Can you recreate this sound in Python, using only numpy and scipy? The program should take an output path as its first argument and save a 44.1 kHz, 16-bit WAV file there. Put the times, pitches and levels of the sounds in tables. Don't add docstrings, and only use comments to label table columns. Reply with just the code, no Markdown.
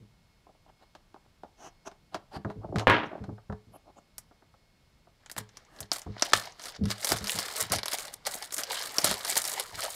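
import sys
import numpy as np
from scipy import signal
from scipy.fft import rfft, irfft, next_fast_len
from scipy.io import wavfile

SR = 44100
rng = np.random.default_rng(int(sys.argv[2]) if len(sys.argv) > 2 else 0)


def master_out(mix):
    frames = np.transpose(np.atleast_2d(mix))
    ceiling = np.clip(frames, -1, 1)
    pcm = np.round(ceiling * 32767).astype(np.int16)
    wavfile.write(sys.argv[1], SR, pcm)


N = 438794


def from_db(db):
    return 10 ** (np.asarray(db) / 20)


def rms_one(x):
    return x / np.sqrt(np.mean(x ** 2) + 1e-20)


def band(x, low_hz, high_hz):
    sos = signal.butter(2, [low_hz, min(high_hz, 0.45 * SR)], "band", fs=SR, output="sos")
    return signal.sosfilt(sos, x + 1e-18)


def dull(x, hz):
    return signal.sosfilt(signal.butter(4, min(hz, 0.45 * SR), fs=SR, output="sos"), x + 1e-18)


def at_hz(points, hz):
    point_hz, level_db = np.array(points).T
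    return np.interp(np.log(hz), np.log(point_hz), level_db)


def drift(rate_hz):
    r = np.exp(-2 * np.pi * rate_hz * 40 / SR)
    slow = signal.lfilter([1], [1, -2 * r, r * r], rng.standard_normal(N // 40 + 2002))[2000:]
    return np.interp(np.arange(N) / 40, np.arange(len(slow)), rms_one(slow))


def ring(force, hz, t60_s):
    r, w = from_db(-60 / (t60_s * SR)), 2 * np.pi * hz / SR
    return signal.lfilter([0, np.sin(w)], [1, -2 * r * np.cos(w), r * r], force + 1e-18)


def add(track, start_s, sound, peak_db):
    i = round(start_s * SR)
    track[i:i + len(sound)] += (from_db(peak_db) * sound / np.abs(sound).max())[:N - i]


def crack(noise, t60_s):
    t = np.arange(len(noise)) / SR
    after_shocks = noise * (from_db(-60 * t / t60_s) + from_db(-60 * t / 0.0011))
    return after_shocks + 11.26 * (t == 0)


def grains(per_s, spread_db, clump_db):
    sizes = from_db(spread_db * np.minimum(rng.exponential(1, N), 3.2)) * rng.choice([-1, 1], N)
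    chance = per_s * from_db(clump_db * drift(30)) / SR
    return sizes * (rng.random(N) < chance)


# (per Hz, relative)
HISS_COLOUR = [(25, 2), (60, -2.5), (160, -4.5), (300, -15.5), (700, -17), (1500, -22.5), (4500, -24.5),
               (7000, -31.5), (15800, -40)]
# pitch_hz, level_db (rms, before they waver)
WHINES = [(2175, -82.5), (4344, -85.5), (5071, -87)]


def background():
    hiss, white = 0, rng.standard_normal((2, N))
    edges_hz = 22 * 2 ** np.arange(0, 10, 0.5)
    waver_db = 1.1 * drift(4.5)
    for k, (low_hz, high_hz) in enumerate(zip(edges_hz, edges_hz[1:])):
        level_db = at_hz(HISS_COLOUR, np.sqrt(low_hz * high_hz)) + waver_db * (k < 7)
        hiss = hiss + from_db(level_db) * band(white[k % 2], low_hz, high_hz)
    t = np.arange(N) / SR
    whine = sum(np.sqrt(2) * from_db(level_db) * np.sin(2 * np.pi * hz * t) for hz, level_db in WHINES)
    return from_db(-65) * rms_one(hiss) + whine * from_db(1.9 * drift(3.3))


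# start_s, level_db (peak)
THUMPS = [(0.0, -44.5), (2.137, -46.5), (2.36, -33), (2.446, -26.5), (2.556, -35.5), (2.647, -33.5),
          (2.692, -33.5), (2.75, -19.5), (2.876, -20), (3.202, -30), (3.281, -29), (3.494, -27.5),
          (3.669, -47), (5.367, -37.5), (5.797, -39.5), (6.061, -29.5), (6.33, -36), (6.785, -32),
          (6.81, -19), (6.861, -25.5), (7.11, -29), (7.205, -34), (7.344, -36), (7.613, -39), (7.7, -33),
          (7.74, -32), (9.031, -35.5), (9.088, -32), (9.729, -44)]
# pitch_hz, level_db (relative), t60_s
TABLE_MODES = [(63, -13, 0.08), (109.5, -8.5, 0.29), (146, 3.5, 0.029), (199.8, -10, 0.21),
               (242, -5.5, 0.011), (298, -4, 0.014), (425, -12.5, 0.27)]


def thumps():
    contact_s = 0.058
    out, noise = np.zeros(N), rng.standard_normal((len(THUMPS), 9000))
    t = np.arange(9000) / SR
    for (start_s, peak_db), shake in zip(THUMPS, noise):
        push = band(shake * np.clip(1 - t / contact_s, 0, 1) ** 0.5, 54, 680)
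        boom = sum(from_db(level_db) * ring(push, hz, t60_s) for hz, level_db, t60_s in TABLE_MODES)
        add(out, start_s, band(boom, 49, 450), peak_db)
    return out


SET_DOWN_S = 2.4
# pitch_hz, width_hz, level_db (relative)
BOX_PANELS = [(306, 285, 0), (445, 250, 2), (626, 193, 3.5), (852, 348, 2.5), (1053, 533, 0.5),
              (1674, 1280, -10.5)]


def box(force, sway_db=0, held=False):
    hollow = [(806, 160, -4.5)]  # pitch_hz, width_hz, level_db
    out = 0
    for k, (hz, width_hz, level_db) in enumerate(hollow * held + BOX_PANELS):
        r = np.exp(-np.pi * width_hz / SR)
        poles = [1, -2 * r * np.cos(2 * np.pi * hz / SR), r * r]
        gain = from_db(level_db + (sway_db * drift(30) if sway_db else 0))
        panel = signal.lfilter([1 - r * r, 0, r * r - 1], poles, force + 1e-18)
        out = out + (-1) ** k * gain * panel
    return out


# start_s, level_db (peak), edge_db (hard edge re level_db)
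KNOCKS = [(0.467, -44.5, -48), (0.49, -46.5, -45), (0.548, -56, -19), (0.662, -50, -19), (0.951, -40, -0.5),
          (1.143, -38.5, -13), (1.161, -44, -29), (1.434, -32, -15), (1.445, -39.5, -43),
          (1.873, -30.5, -7), (1.915, -45.5, 1), (2.145, -23, -1.5), (2.448, -27.5, -18.5),
          (2.501, -30.5, -10), (2.645, -29, -57), (2.688, -37, -62), (2.724, -28, -68), (2.742, -25, -68),
          (2.759, -22.5, -6), (2.785, -30, 10), (2.796, -27, 8), (3.114, -35, -37), (3.13, -28.5, -50),
          (3.15, -31, -47), (3.179, -35.5, -27), (3.24, -35, -8.5), (3.291, -33, -44), (3.38, -44.5, -20),
          (3.499, -30, -23.5), (3.525, -33.5, -11), (4.311, -50.5, -31.5), (4.422, -49.5, -20),
          (4.54, -49, -25), (5.071, -50, -27), (6.062, -33.5, -36.5), (8.352, -31.5, -54),
          (9.112, -24.5, -25.5)]


def knocks():
    out, noise = np.zeros(N), rng.standard_normal((len(KNOCKS), 2, 5000))
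    for (start_s, peak_db, edge_db), (body, edge) in zip(KNOCKS, noise):
        panels = box(crack(body, 0.065), held=start_s < SET_DOWN_S)
        add(out, start_s, dull(panels, 1798 + 17 * edge_db), peak_db)
        add(out, start_s, band(crack(edge, 0.067), 1000, 4900), peak_db + edge_db)
    return out


def room(x):
    t60_s, wall_cut_hz = 0.27, 5600
    size = next_fast_len(N + SR)
    turn = -2j * np.pi * np.arange(size // 2 + 1) / size
    step = np.exp(turn)
    damp, echo = np.exp(-2 * np.pi * wall_cut_hz / SR), 0
    wall = (1 - damp) / (1 - damp * step)
    for k, lag in enumerate((rng.uniform(0.0068, 0.031, 10) * SR).astype(int)):
        loop = from_db(-60 * lag / SR / t60_s) * wall * np.exp(lag * turn)
        echo = echo + (-1) ** k * loop / (1 - loop)
    return irfft(rfft(x, size) * echo, size)[:N]


# start_s, length_s, level_db (panels at full swell),
# hiss_db (re level_db), pitch_hz (of the hiss)
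STROKES = [(0.672, 0.038, -56.5, -16, 3000), (1.242, 0.028, -61, -20, 3000),
           (3.042, 0.037, -59.5, -3, 5860), (0.787, 0.063, -59, -10, 4100), (1.563, 0.14, -47.5, -6, 6100),
           (1.849, 0.04, -41.5, -6, 6000), (2.114, 0.064, -44.5, -12, 4200),
           (2.307, 0.077, -39.5, -11, 4500), (2.461, 0.071, -45, -20, 3940), (2.6, 0.064, -46, -47, 3040),
           (2.741, 0.11, -35, -24.5, 6340), (3.051, 0.32, -60, -33, 5600), (3.718, 0.059, -50.5, -9, 10900),
           (3.837, 0.082, -54, -26.5, 3880), (3.954, 0.044, -50, -14.5, 6900),
           (5.679, 0.19, -51.5, -5, 1720)]


def strokes():
    swell_share = 0.76
    out, t = np.zeros(N), np.arange(N) / SR
    slips, hiss = grains(3300, spread_db=2.0, clump_db=1.5), rng.standard_normal(N)
    held = rms_one(dull(box(slips, held=True), 1930))
    resting = rms_one(dull(dull(box(slips), 1300), 1300))
    panels = np.where(t < SET_DOWN_S, held, resting)
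    for start_s, length_s, panels_db, hiss_db, hiss_hz in STROKES:
        span = slice(round(start_s * SR), round((start_s + length_s) * SR))
        swell = np.interp((t[span] - start_s) / length_s, [0, swell_share, 1], [0, 1, 0]) ** 1.1
        rub = hiss[span]
        edge = band(rub, hiss_hz / 1.07, hiss_hz * 1.1) + 0.6 * band(rub, 2600, 3300)
        edge = dull(edge, 1.15 * hiss_hz) + 0.1 * band(rub, 2500, 11000)
        out[span] += swell * from_db(panels_db) * (panels[span] + from_db(hiss_db) * rms_one(edge))
    return out


# start_s, level_db (reference for the hit),
# tick_db (peak re level_db), blow_db (peak re level_db)
BLADE_HITS = [(2.871, -1.5, -34, 0), (2.899, -2, -19.5, -2.5), (2.916, -6.5, -28, -7)]
# pitch_hz, level_db (relative), t60_s
SHUDDER = [(242, -12.5, 0.72), (577, -2, 0.38), (1350, -0.5, 0.44), (2260, 1.5, 0.35), (3790, -20, 0.33),
           (5600, -24.5, 0.17), (9000, -41, .07)]
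# pitch_hz, level_db (relative)
WOOD_MODES = [(312, -12.5), (430, -9.5), (538, -8.5), (953, -2.5), (1071, -7), (1233, -14.5), (1421, -9),
              (1653, -6), (2374, -12.5)]


def drop():
    wood_t60_s = 0.22
    out, noise = np.zeros(N), rng.standard_normal((len(BLADE_HITS), len(SHUDDER) + 3, 18000))
    t = np.arange(18000) / SR
    for (start_s, peak_db, tick_db, blow_db), (blow, tick, rattle, *tails) in zip(BLADE_HITS, noise):
        add(out, start_s, dull(band(crack(blow, 0.0092), 350, 1800), 3500), peak_db + blow_db)
        add(out, start_s, band(crack(tick, 0.02), 2500, 9400), peak_db + tick_db)
        shudder = 0
        for (hz, level_db, t60_s), tail in zip(SHUDDER, tails):
            colour = rms_one(dull(band(tail, hz / 2.2, hz * 1.39), hz * 1.62))
            shudder = shudder + from_db(level_db - 60 * t / t60_s) * colour
        uneven = from_db(3.0 * drift(76)[:18000]) * np.minimum(t / 0.00637, 1)
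        add(out, start_s, shudder * uneven, peak_db - 10.0)
        force = rattle * from_db(-60 * t / 0.069)
        wood = sum(from_db(level_db) * ring(force, hz, wood_t60_s * np.sqrt(1000 / hz))
                   for hz, level_db in WOOD_MODES)
        add(out, start_s, wood, peak_db - 11.5)
    return out


# start_s, level_db (peak), box_db (box answer re level_db),
# top_db (treble re level_db), pitch_hz (of the crease)
SNAPS = [(4.1816, -29, -14.5, 7, 5200), (5.298, -33.5, -12, -2, 1700), (5.315, -30, -12, 5.5, 4700),
         (5.3648, -31, -0.5, -3, 1720), (5.3805, -25, -4.5, 4, 1700), (5.571, -29.5, -12, -10.5, 5430),
         (5.8052, -25, -16, 4.5, 5900), (5.829, -31.5, -19, -22, 4200), (5.917, -8.5, -14.5, -35, 4800),
         (6.166, -49.5, 15, -33, 1650), (6.223, -4.5, -10.5, -40, 4950), (6.3208, -43.5, 13, -22, 1580),
         (6.334, -4.5, -7.5, -27, 1560), (6.904, -16, -9.5, -20, 4700), (6.915, -17, -21, -21, 4500),
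         (7.1194, -9, -4.5, -2, 4800), (7.2715, -15.5, -23, -8, 4900), (7.2955, -13, -44, -21, 3000),
         (7.3886, -10.5, -17, -4.5, 5300), (7.72, -11.5, -9.5, 1, 5200), (7.8322, -17, -11.5, -13, 4500),
         (7.933, -14, -12, 0, 5300), (8.5818, -19, -19, 4, 6300), (8.635, -15, -20, -6.5, 5300),
         (8.984, -5.5, -14.5, -10, 5200), (9.0441, -8, -6.5, 3.5, 4530), (9.368, -19.5, -3.5, 9, 1780)]


def snaps():
    out, noise = np.zeros(N), rng.standard_normal((len(SNAPS), 3, 2000))
    for (start_s, peak_db, box_db, top_db, hz), (mid, low, high) in zip(SNAPS, noise):
        flip = crack(mid, 0.03)
        add(out, start_s, band(flip, hz / 1.245, hz * 1.164) + 0.5 * band(flip, 2280, 5400), peak_db)
        answer = band(crack(low, 0.086), 1100, 2250) + 1.83 * box(crack(low, 0.028))
        add(out, start_s, answer, peak_db + box_db)
        add(out, start_s, band(crack(high, 0.051), 5800, 12500), peak_db + top_db)
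    return out


# peak_s (moment the crumpling is loudest), level_db,
# swell_s (before the peak) and fade_s (after it), both over 20 dB, fine_db (fine creases re large)
SQUEEZES = [(5.382, -44.5, 0.018, 0.038, 4.5), (5.571, -62.5, 0.14, 0.24, -13),
            (5.93, -46.5, 0.016, 0.13, 7.5), (6.19, -56.5, 0.22, 0.042, -24),
            (6.232, -45, 0.039, 0.19, -3.5), (6.346, -40, 0.018, 0.16, 1.5),
            (6.455, -47.5, 0.016, 0.055, -8), (6.669, -49, 0.13, 0.099, 1.5),
            (6.766, -49, 0.12, 0.012, -27), (6.919, -42, 0.059, 0.027, 3), (7.051, -45.5, 0.16, 0.33, 4),
            (7.118, -35, 0.072, 0.093, 0.5), (7.3, -44, 0.11, 0.52, 4.5), (7.398, -43.5, 0.083, 0.28, -3),
            (7.615, -37.5, 0.15, 0.066, 5), (7.732, -30, 0.022, 0.053, -2.5),
            (7.946, -40, 0.086, 0.034, 1.5), (8.018, -49.5, 0.19, 0.19, 3),
            (8.142, -45.5, 0.023, 0.0048, 6), (8.272, -33.5, 0.016, 0.027, 4),
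            (8.344, -50.5, 0.12, 0.13, 8), (8.429, -49, 0.039, 0.098, 3), (8.532, -54, 0.032, 0.17, 15.5),
            (8.592, -35, 0.021, 0.048, 2.5), (8.728, -41, 0.12, 0.21, -0.5), (8.849, -45, 0.14, 0.11, 1.5),
            (8.971, -45.5, 0.18, 0.63, 2.5), (9.057, -33.5, 0.037, 0.12, 1),
            (9.299, -38, 0.069, 0.094, 5.5), (9.377, -31, 0.031, 0.028, 5), (9.502, -46.5, 1, 0.34, 6.5),
            (9.603, -40.5, 0.22, 0.034, -1.5), (9.792, -41.5, 0.075, 0.072, 2),
            (9.84, -38.5, 0.041, 0.07, 0.5), (9.9, -50, 0.18, 0.31, 4.5)]


def squeeze():
    rest_db, in_hand_s = -74, 5.2
    fine_steeper = 1.7
    t = np.arange(0, N, 32) / SR
    peak_s, peak_db, swell_s, fade_s, fine_db = np.transpose(SQUEEZES)[:, :, None]
    lost_db = 20 * np.maximum((peak_s - t) / swell_s, (t - peak_s) / fade_s)
    large = from_db(2 * (peak_db - lost_db)).sum(axis=0) + from_db(2 * rest_db) * (t > in_hand_s)
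    fine = from_db(2 * (peak_db + fine_db - fine_steeper * lost_db)).sum(axis=0)
    return [np.interp(np.arange(N) / SR, t, 10 * np.log10(power + 1e-12)) for power in (large, fine)]


# (per Hz, relative)
FILM_COLOUR = [(1700, 2), (2600, -5), (4800, 2.5), (6500, -10)]


def crumple():
    run_rise_s, run_t60_s, fizz_share = 0.0004, 0.013, 0.3
    film_db, top_db = squeeze()
    runs = np.abs(grains(330, spread_db=2.0, clump_db=1.5))
    fizz = grains(9000, spread_db=1.5, clump_db=2.0)
    runs = runs * np.clip((film_db + 64.0) / 9, 0, 1)
    centre = rng.uniform(-0.11, 13.9, N)
    fade, rise = from_db(-60 / (run_t60_s * SR)), from_db(-60 / (run_rise_s * SR))
    born = np.flatnonzero(runs)
    pitches_hz, bands = np.geomspace(500, 14000, 13), []
    for k, hz in enumerate(pitches_hz):
        near = np.zeros(N)
        near[born] = runs[born] * from_db(-0.8 * (k - centre[born]) ** 2)
        swell = signal.lfilter([1 - rise], np.convolve([1, -fade], [1, -rise]), near + 1e-18)
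        creases = (swell + fizz_share) * np.roll(fizz, 997 * k)
        bands.append(rms_one(band(creases, hz / 1.242, hz * 1.16)))
    panels = box(sum(bands[:5]) + 11.4 * fizz / fizz.std(), sway_db=2.5)
    panels = dull(signal.lfilter([1, -0.93], [1], panels), 2600)
    film = sum(from_db(at_hz(FILM_COLOUR, hz)) * np.sqrt(hz) * one
               for hz, one in zip(pitches_hz[5:10], bands[5:10]))
    tilt_db = 0.063 * np.clip(top_db - film_db, -30, 0) - 3.5
    top = sum(from_db(k * tilt_db) * one for k, one in enumerate(bands[10:]))
    panels_db = -43.0 + 0.92 * (film_db + 43.0)
    low_and_mid = from_db(panels_db) * rms_one(panels) + from_db(film_db) * rms_one(film)
    return low_and_mid + from_db(top_db) * rms_one(top)


# start_s, level_db (reference for the burst)
CRINKLES = [(5.261, -30.5), (5.491, -37.5), (5.65, -43), (5.763, -39), (5.7883, -35), (5.858, -45),
            (5.961, -22), (6.0178, -24.5), (6.1829, -38), (6.1964, -24), (6.454, -29), (6.5222, -33.5),
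            (6.596, -25), (6.618, -28), (6.6384, -22), (6.6559, -21), (6.6833, -21), (6.7537, -33),
            (6.838, -29.5), (6.8554, -22), (6.8784, -44), (7.0215, -34), (7.036, -22), (7.046, -12.5),
            (7.0709, -13.5), (7.0914, -11), (7.1118, -17), (7.1857, -17.5), (7.2425, -16.5), (7.28, -16),
            (7.4351, -35), (7.4605, -20), (7.5254, -33), (7.5633, -34), (7.6037, -17), (7.6142, -25),
            (7.699, -23), (7.7384, -17), (7.7599, -12.5), (7.7853, -15.5), (7.8576, -13.5), (7.8821, -13),
            (7.9854, -14.5), (8.0522, -25), (8.0811, -23.5), (8.2527, -22), (8.2677, -15), (8.3241, -26),
            (8.339, -23), (8.3765, -31), (8.4244, -17), (8.5072, -27), (8.5231, -19.5), (8.5371, -22),
            (8.566, -17.5), (8.7137, -41), (8.7217, -18), (8.7761, -28), (8.813, -18), (8.8703, -34),
            (8.9596, -28), (9.0175, -18), (9.0769, -16), (9.1128, -12), (9.1412, -15.5), (9.2081, -23.5),
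            (9.249, -14.5), (9.2769, -19), (9.3233, -16), (9.3433, -27), (9.3557, -16), (9.4111, -23),
            (9.4415, -16), (9.452, -12.5), (9.5064, -33), (9.5648, -26), (9.5857, -35), (9.5977, -12),
            (9.6835, -49), (9.8307, -17)]


def crinkles():
    t60_s, box_db, brighter_db_per_db, brighter_hz_per_db = 0.045, -14, 0.93, 222
    out, noise = np.zeros(N), rng.standard_normal((len(CRINKLES), 3, 2000))
    chance = rng.uniform(-0.58, 1, (len(CRINKLES), 3))
    decay = from_db(-60 * np.arange(2000) / SR / t60_s)
    for (start_s, peak_db), (mid, low, high), (pitch, bright, heavy) in zip(CRINKLES, noise, chance):
        hz = 4600 * 2 ** (0.4 * pitch)
        flips = crack(mid * np.abs(low), t60_s)
        add(out, start_s, band(flips, hz / 1.14, hz * 1.27), peak_db - 6.5)
        treble = band(crack(high * np.abs(low), t60_s), 7700, 11900)
        treble = dull(treble, 18000 + brighter_hz_per_db * peak_db)
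        treble_db = peak_db - 6.5 + brighter_db_per_db * (peak_db + 14) + 4 * bright
        add(out, start_s, treble, treble_db)
        answer = band(low * np.abs(high) * decay, 374, 3600)
        add(out, start_s, answer, peak_db + box_db + 4 * heavy)
    return out


def scene():
    film = snaps() + crinkles() + crumple()
    film = film - 0.29 * band(film, 2295, 2880)
    hands = knocks() + strokes() + film
    echoes = from_db(-22) * room(hands)
    return (hands + echoes + drop() + thumps() + background())[None]


def top_cut(x):
    return signal.sosfilt(signal.butter(12, 16830, fs=SR, output="sos"), x)


def record(dry):
    mix = signal.sosfilt(signal.cheby2(12, 60, 16500, fs=SR, output="sos"), dry)
    return top_cut(mix)


dry = scene()
out = record(dry)
master_out(out)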